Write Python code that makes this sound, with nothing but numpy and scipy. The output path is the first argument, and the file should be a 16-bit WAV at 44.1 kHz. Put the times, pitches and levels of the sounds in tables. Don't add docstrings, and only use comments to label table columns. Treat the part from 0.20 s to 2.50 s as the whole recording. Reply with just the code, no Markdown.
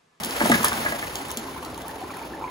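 import sys
import numpy as np
from scipy import signal
from scipy.fft import rfft, irfft
from scipy.io import wavfile
from scipy.ndimage import uniform_filter1d

SR = 44100
rng = np.random.default_rng(int(sys.argv[2]) if len(sys.argv) > 2 else 0)


def voltage_ratio(decibels):
    exponent = np.asarray(decibels, float) / 20
    return 10 ** exponent


def int16_out(signal):
    q = np.round(np.clip(np.atleast_2d(signal).T, -1, 1) * 32767)
    wavfile.write(sys.argv[1], SR, q.astype(np.int16))


N = 101429

# pitch_hz, level_db (per Hz)
BOIL_COLOUR = [(150, -6.5), (250, 1), (350, 1), (500, -2.5), (800, -1), (1100, -6.5), (1800, -16.5),
               (4500, -24.5)]
# start_s, peak_db, pitch_hz
GLUGS = [(0.953, -32, 880), (1.001, -30, 896), (1.104, -24, 985), (1.141, -37, 950), (1.232, -30, 1020),
         (1.245, -25, 346), (1.283, -23.5, 975), (1.352, -34, 2010), (1.527, -29, 687), (1.6, -34, 1900),
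         (1.638, -26.5, 710), (1.648, -27.5, 1114), (1.66, -24, 940), (1.692, -26.5, 1730),
         (1.735, -28, 880), (1.757, -30, 693), (1.796, -29, 985), (1.826, -26, 743), (1.836, -33, 1720),
         (1.896, -28, 1300), (1.938, -28, 870), (1.962, -43, 663), (2.028, -29, 870), (2.12, -30.5, 980),
         (2.183, -28, 830), (2.201, -27, 1000), (2.21, -24, 800), (2.281, -25, 960), (1.363, -22, 990),
         (1.378, -32, 1250), (1.393, -38, 330), (1.425, -27, 1042), (1.454, -29, 297), (1.459, -27.5, 1240),
         (1.576, -25.5, 900), (1.695, -24.5, 784), (1.814, -21, 718), (1.836, -26, 346), (1.843, -22, 990),
         (1.904, -26.5, 1070), (1.904, -30.5, 2230), (1.936, -29, 1810), (1.993, -32, 2200),
         (2.014, -24, 895), (2.033, -30.5, 2270), (2.122, -24, 340), (2.135, -26.5, 1670),
         (2.222, -19.5, 895), (2.24, -16, 940), (2.241, -27, 2270), (2.278, -28, 2080)]
# start_s, peak_db, brightest_hz, scrape_s, spread_octaves
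KNOCKS = [(0.004, -28, 194, 0.004, 0.39), (0.053, -26, 231, 0.0022, 0.27), (0.205, -11.5, 1200, 0.012, 1.2),
          (0.212, -6.5, 557, 0.0027, 0.74), (0.222, -16, 1500, 0.0016, 1.2),
          (0.234, -16, 198, 0.0082, 0.88), (0.254, -11, 920, 0.001, 0.41), (0.259, -22, 1500, 0.0036, 0.6),
          (.297, -7.5, 345, 0.0047, 0.5), (.301, -10, 750, 0.0076, 0.19), (0.305, -9, 190, 0.0048, 0.49),
          (.317, -3, 1780, 0.006, 1.46), (.319, -17, 230, 0.0054, 1), (.326, -13, 207, 0.0029, 0.48),
          (0.341, -10, 1700, 0.006, 0.37), (0.355, -17.5, 196, 0.024, 0.86),
          (0.374, -35, 1730, 0.0033, 0.32), (0.397, -21.5, 1000, 0.011, 0.26),
          (0.403, -22.5, 252, 0.014, 0.5), (0.4417, -5, 1090, 0.0006, 0.42),
          (0.447, -27, 1000, 0.0043, 0.77), (0.47, -19, 1620, 0.0054, 0.19), (0.474, -22, 586, 0.004, 0.77),
          (0.518, -13.5, 1150, 0.0051, 0.43), (0.52, -22, 2000, 0.004, 0.4),
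          (0.524, -27.5, 228, 0.004, 0.28), (0.584, -25.5, 235, 0.0038, 0.58),
          (0.651, -17, 780, 0.0086, 0.81), (0.661, -29.5, 347, 0.0063, 0.4),
          (0.685, -24.5, 230, 0.0029, 0.77), (0.744, -20, 720, 0.012, 0.3), (0.661, -11, 1200, 0.013, 0.8),
          (0.664, -20, 2000, 0.0048, 0.36), (0.722, -13.5, 870, 0.0052, 1.7),
          (0.825, -17, 2030, 0.0026, 0.46), (0.83, -29.5, 845, 0.0048, 0.39),
          (1.173, -27.5, 244, 0.0023, 0.4)]
# mode_hz, level_db, t60_s
BUCKET_MODES = [(123.6, -1.5, 0.064), (145, -7, 0.092), (195.6, -5.5, 0.067), (231, 2, 0.11),
                (345, -3, 0.039), (595, 0.5, 0.053), (720, -2.5, 0.043), (861, 0, 0.022),
                (981, -0.5, 0.023), (1200, 4, 0.021), (1480, -1.5, 0.021), (1700, 4.5, 0.051),
                (1900, 5, 0.022), (2200, 8.5, 0.017)]
# start_s, peak_db, brightest_hz, length_s
SNAPS = [(0.035, -18, 4800, 0.0044), (0.0475, -18.5, 10400, 0.0041), (0.0583, -23, 10400, 0.0035),
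         (0.1084, -22, 3870, 0.0047), (0.2604, -19, 10000, 0.0041), (0.2974, -17, 11600, 0.0045),
         (0.316, -16.5, 4170, 0.0086), (0.432, -20.5, 7000, 0.0041), (0.4447, -15, 11200, 0.0036),
         (0.446, -7.5, 11400, 0.0044), (0.453, -17, 4660, 0.0028), (0.483, -16.5, 7000, 0.0047),
         (0.53, -20, 4200, 0.002), (0.593, -27, 4500, 0.0024), (0.795, -29, 3000, 0.0035),
         (0.91, -37, 11000, 0.0023), (0.956, -15.5, 3860, 0.002), (1.084, -27.5, 9930, 0.0018),
         (1.105, -27, 4800, 0.0051), (1.115, -20, 10000, 0.0023), (1.1722, -14.5, 6200, 0.002),
         (1.176, -21, 4600, 0.0023), (1.449, -29, 4220, 0.0039), (1.545, -31, 3500, 0.0028),
         (1.578, -30, 10900, 0.0023), (1.619, -32.5, 4000, 0.0028), (1.681, -25, 13100, 0.0031),
         (1.97, -31.5, 11000, 0.0027)]
# freq_hz, gain_db
SNAP_COLOUR = [(1500, -19), (3000, 12), (5000, 6), (8000, 8), (11000, 9), (16000, 4)]
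# time_s, level_db
DRAG = [
    (0.0, -40.5),
    (0.12, -36),
    (0.26, -29),
    (0.38, -29.5),
    (0.6, -33),
    (0.75, -37.5),
    (1.55, -49),
    (2.0, -47),
    (2.14, -52),
    (2.3, -56),
]
# freq_hz, level_db (per Hz)
RUSTLE_COLOUR = [(100, 14.5), (300, 16.5), (800, 19.5), (2000, 15), (4000, 9), (6000, 5), (9000, 8.5),
                 (16000, 3.5)]
# freq_hz, level_db (per Hz)
WASH_COLOUR = [(25, 12), (60, 7.5), (120, 9.5), (350, 4.5), (900, -3), (2000, -12.5), (5000, -16.5),
               (16000, -27)]
# freq_hz, t60_s
KITCHEN_DECAY = [(150, 0.18), (1000, 0.18), (4000, 0.22), (12000, 0.092)]
# freq_hz, likeness (0 to 1)
LIKENESS = [(60, 0.94), (380, 0.97), (600, 0.33), (1100, 0.47), (1800, 0.035), (2800, 0.32), (4300, 0.79),
            (6000, 0.26)]
# freq_hz, gain_db
OVERALL_TONE = [(10, -60), (30, -23), (55, 0.5), (100, -0.5), (15700, 1.5), (16100, -30), (17000, -39)]


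def evened(x):
    return x / np.sqrt(np.mean(x ** 2) + 1e-20)


def read(points, hz):
    f, value = np.transpose(points)
    return np.interp(np.log(hz + 1), np.log(f + 1), value)


def add(mix, start_s, sound):
    part = mix[max(round(start_s * SR), 0):][:len(sound)]
    part += sound[:len(part)]


def coloured(x, points):
    return irfft(rfft(x) * voltage_ratio(read(points, np.fft.rfftfreq(N, 1 / SR))), N)


def paired(near, far):
    same = np.clip(read(LIKENESS, np.fft.rfftfreq(N, 1 / SR)), 0, 1)
    right = same * rfft(near) + np.sqrt(1 - same ** 2) * rfft(far)
    return np.array([near, irfft(right, N)])


def bubble(hz, cycles, rise):
    u = np.arange(0, 4, hz / cycles / SR)
    envelope = (1 - np.exp(-u / 0.072)) * np.exp(-1.5 * u)
    return envelope * np.sin(2 * np.pi * cycles * (u + rise * u ** 2 / 2))


def boil():
    bubbles_per_s, spread_db, boil_db = 1800, 2.5, -41
    swarm_cycles, swarm_rise = 4.4, 0.1484
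    glug_cycles, glug_rise, glug_db = 8.1, 0.083, -4.5
    pitches = np.geomspace(160, 4500, 48)
    size = voltage_ratio(spread_db * np.minimum(rng.exponential(1, N), 4))
    size = size * (rng.random(N) < bubbles_per_s / SR)
    kind = rng.integers(0, len(pitches), N)
    shape = rng.uniform(0.59, 1.63, (len(pitches), 2))
    out = np.zeros(N)
    for k, hz in enumerate(pitches):
        grain = bubble(hz, swarm_cycles * shape[k, 0], swarm_rise * shape[k, 1])
        grain = voltage_ratio(read(BOIL_COLOUR, hz)) * hz * grain
        out += signal.oaconvolve(size * (kind == k), grain)[:N]
    out = voltage_ratio(boil_db) * evened(out)
    for start_s, peak_db, hz in GLUGS:
        glug = bubble(hz, glug_cycles * np.sqrt(hz / 900), glug_rise)
        add(out, start_s, voltage_ratio(peak_db + glug_db) * glug)
    return out


def knocks():
    detune, blow_db, blow_cycles, scrape_db, knock_db = 0.024, 1.5, 0.78, -5.5, -1.5
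    out, t = np.zeros(N), np.arange(9000) / SR
    noises = rng.standard_normal((len(KNOCKS), 2500))
    for (start_s, peak_db, top_hz, scrape_s, spread), noise in zip(KNOCKS, noises):
        ring = np.zeros(len(t))
        for k, (hz, mode_db, t60) in enumerate(BUCKET_MODES):
            off_db = 3.3 * (np.log2(hz / top_hz) / spread) ** 2
            mode = np.sin(2 * np.pi * hz * (1 + detune * noise[-k - 1]) * t)
            ring += (-1) ** k * voltage_ratio(mode_db - 60 * t / t60 - off_db) * mode
        blow = np.minimum(t * top_hz * 2, 1) * np.exp(-t * top_hz / blow_cycles)
        blow = blow * np.sin(2 * np.pi * top_hz * t)
        ring = ring / abs(ring).max() + voltage_ratio(blow_db) * blow
        u = t[:len(noise)] / max(scrape_s, .0005)
        scrape = u * np.exp(-3 * u) * noise
        scraped = signal.fftconvolve(ring, scrape / np.linalg.norm(scrape))[:len(t)]
        hit = ring + voltage_ratio(scrape_db) * scraped
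        add(out, start_s, voltage_ratio(peak_db + knock_db) * hit / abs(hit).max())
    return out


def snaps():
    snap_db, focus_db_per_octave2, skirt_db, attack_s = -6, 7, 7, 0.0004
    out, t = np.zeros(N), np.arange(900) / SR
    hz = np.fft.rfftfreq(len(t), 1 / SR) + 1
    noises = rng.standard_normal((len(SNAPS), len(t)))
    for (start_s, peak_db, top_hz, length_s), noise in zip(SNAPS, noises):
        focus_db = np.minimum(focus_db_per_octave2 * np.log2(hz / top_hz) ** 2, skirt_db)
        noise = evened(irfft(rfft(noise) * voltage_ratio(-focus_db), len(t)))
        envelope = voltage_ratio(peak_db + snap_db - 20 * t / max(length_s, .0003)) * np.minimum(t / attack_s, 1)
        add(out, start_s, envelope * noise)
    return coloured(out, SNAP_COLOUR)


def rustle():
    rustle_db, flicker_db = 4.5, 2
    cracks_per_s, crack_spread_db, crack_db = 880, 1.5, -14.5
    flicker = evened(uniform_filter1d(rng.standard_normal(N), 500))
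    size = voltage_ratio(crack_spread_db * np.minimum(rng.exponential(1, N), 5))
    cracks = size * (rng.random(N) < cracks_per_s / SR * voltage_ratio(3.5 * flicker))
    burst = np.exp(-np.arange(120) / 114.0)
    cracks = signal.oaconvolve(cracks, burst)[:N] * rng.standard_normal(N)
    crackle = voltage_ratio(crack_db) * evened(cracks)
    hiss = rng.standard_normal((2, N)) * voltage_ratio(flicker_db * flicker)
    near, far = (evened(coloured(h + crackle, RUSTLE_COLOUR)) for h in hiss)
    drag_db = np.interp(np.arange(N) / SR, *np.transpose(DRAG))
    return voltage_ratio(rustle_db + drag_db) * paired(near, far)


def wash():
    wash_db, patch_db = -43, 2.5
    hz, _, z = signal.stft(rng.standard_normal((2, N + 1024)), SR, nperseg=1024, noverlap=768)
    patches = uniform_filter1d(rng.standard_normal(z.shape[1:]), 12, 0)
    patches = evened(uniform_filter1d(patches, 10, 1))
    z = z * voltage_ratio(read(WASH_COLOUR, hz)[:, None] + patch_db * patches)
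    noise = signal.istft(z, nperseg=1024, noverlap=768)[1]
    return voltage_ratio(wash_db) * evened(paired(*noise[:, :N]))


def kitchen(x):
    taps = rng.choice([-1., 1.], (2, SR // 2)) * (rng.random((2, SR // 2)) < .05)
    taps[:, :150] = 0
    hz, t, z = signal.stft(taps, SR, nperseg=256)
    tail = signal.istft(z * voltage_ratio(-60 * t / read(KITCHEN_DECAY, hz)[:, None]), SR, nperseg=256)[1]
    return paired(*signal.fftconvolve(x[None], tail / np.linalg.norm(tail[0]), axes=1)[:, :N])


def scene():
    bag_wet_db, pot_wet_db, bag_lag_s = -7, -4.5, 0.00021
    pot, bag = boil(), knocks() + snaps()
    left = bag[None] + voltage_ratio(bag_wet_db) * kitchen(bag) + rustle()
    lag = np.exp(-2j * np.pi * np.fft.rfftfreq(N, 1 / SR) * bag_lag_s)
    left = np.array([left[0], irfft(rfft(left[1]) * lag, N)])
    return left + pot[None] + voltage_ratio(pot_wet_db) * kitchen(pot) + wash()


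def thinned(pair):
    weak_db, weak_tilt_db, weak_jitter_db, sudden_db = -8.5, 0.36, 3.5, 11
    band_hz, thin_from_hz, edge_hz = 689.06, 6200, 15860
    mid_side = np.array([pair[0] + pair[1], pair[0] - pair[1]]) / 2
    hz, _, z = signal.stft(mid_side, SR, nperseg=1024, noverlap=768)
    band = (hz // band_hz).astype(int)
    block = (np.arange(z.shape[2]) + 2) // 4
    power = np.add.reduceat(abs(z) ** 2, np.flatnonzero(np.diff(band, prepend=-1)), axis=1)
    starts = np.flatnonzero(np.diff(block, prepend=-1))
    treble = power[:, 5:].sum((0, 1))
    jump = treble / (uniform_filter1d(np.roll(treble, 6), 5) + 1e-20)
    sudden = np.maximum.reduceat(jump, starts) > voltage_ratio(sudden_db)
    power = np.add.reduceat(power, starts, axis=2)
    jitter = evened(uniform_filter1d(rng.standard_normal(power.shape), size=3, axis=2))
    tilt_db = weak_tilt_db * np.arange(power.shape[1])[:, None]
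    limit = voltage_ratio(2 * (weak_db + tilt_db + weak_jitter_db * jitter))
    weak = (power < limit * power[::-1])[:, band] & (hz > thin_from_hz)[:, None]
    weak = weak | (hz > edge_hz)[:, None]
    kept = z * ~(weak & ~sudden)[:, :, block]
    mid, side = signal.istft(kept, nperseg=1024, noverlap=768)[1][:, :N]
    return np.array([mid + side, mid - side])


def top_cut(x):
    return signal.sosfilt(signal.butter(12, 16980, fs=SR, output="sos"), x)


def record(dry):
    cross_hz, cross_width_hz, in_step_hz, turn_hz, ceiling = 6190, 380, 11000, 4900, 0.8
    hz = np.fft.rfftfreq(N, 1 / SR)
    z = rfft(dry, axis=1) * voltage_ratio(read(OVERALL_TONE, hz))
    top = 0.9 / (1 + np.exp(-np.clip((hz - cross_hz) / cross_width_hz * 4, -50, 50)))
    turned = z[0] * np.exp(2j * np.pi * (hz - in_step_hz) / turn_hz)
    right = np.sqrt(1 - top) * z[1] + np.sqrt(top) * turned
    pair = irfft(np.array([z[0], right]), N)
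    limited = ceiling * np.tanh(pair / ceiling)
    return top_cut(thinned(limited))


dry = scene()
out = record(dry)
int16_out(out)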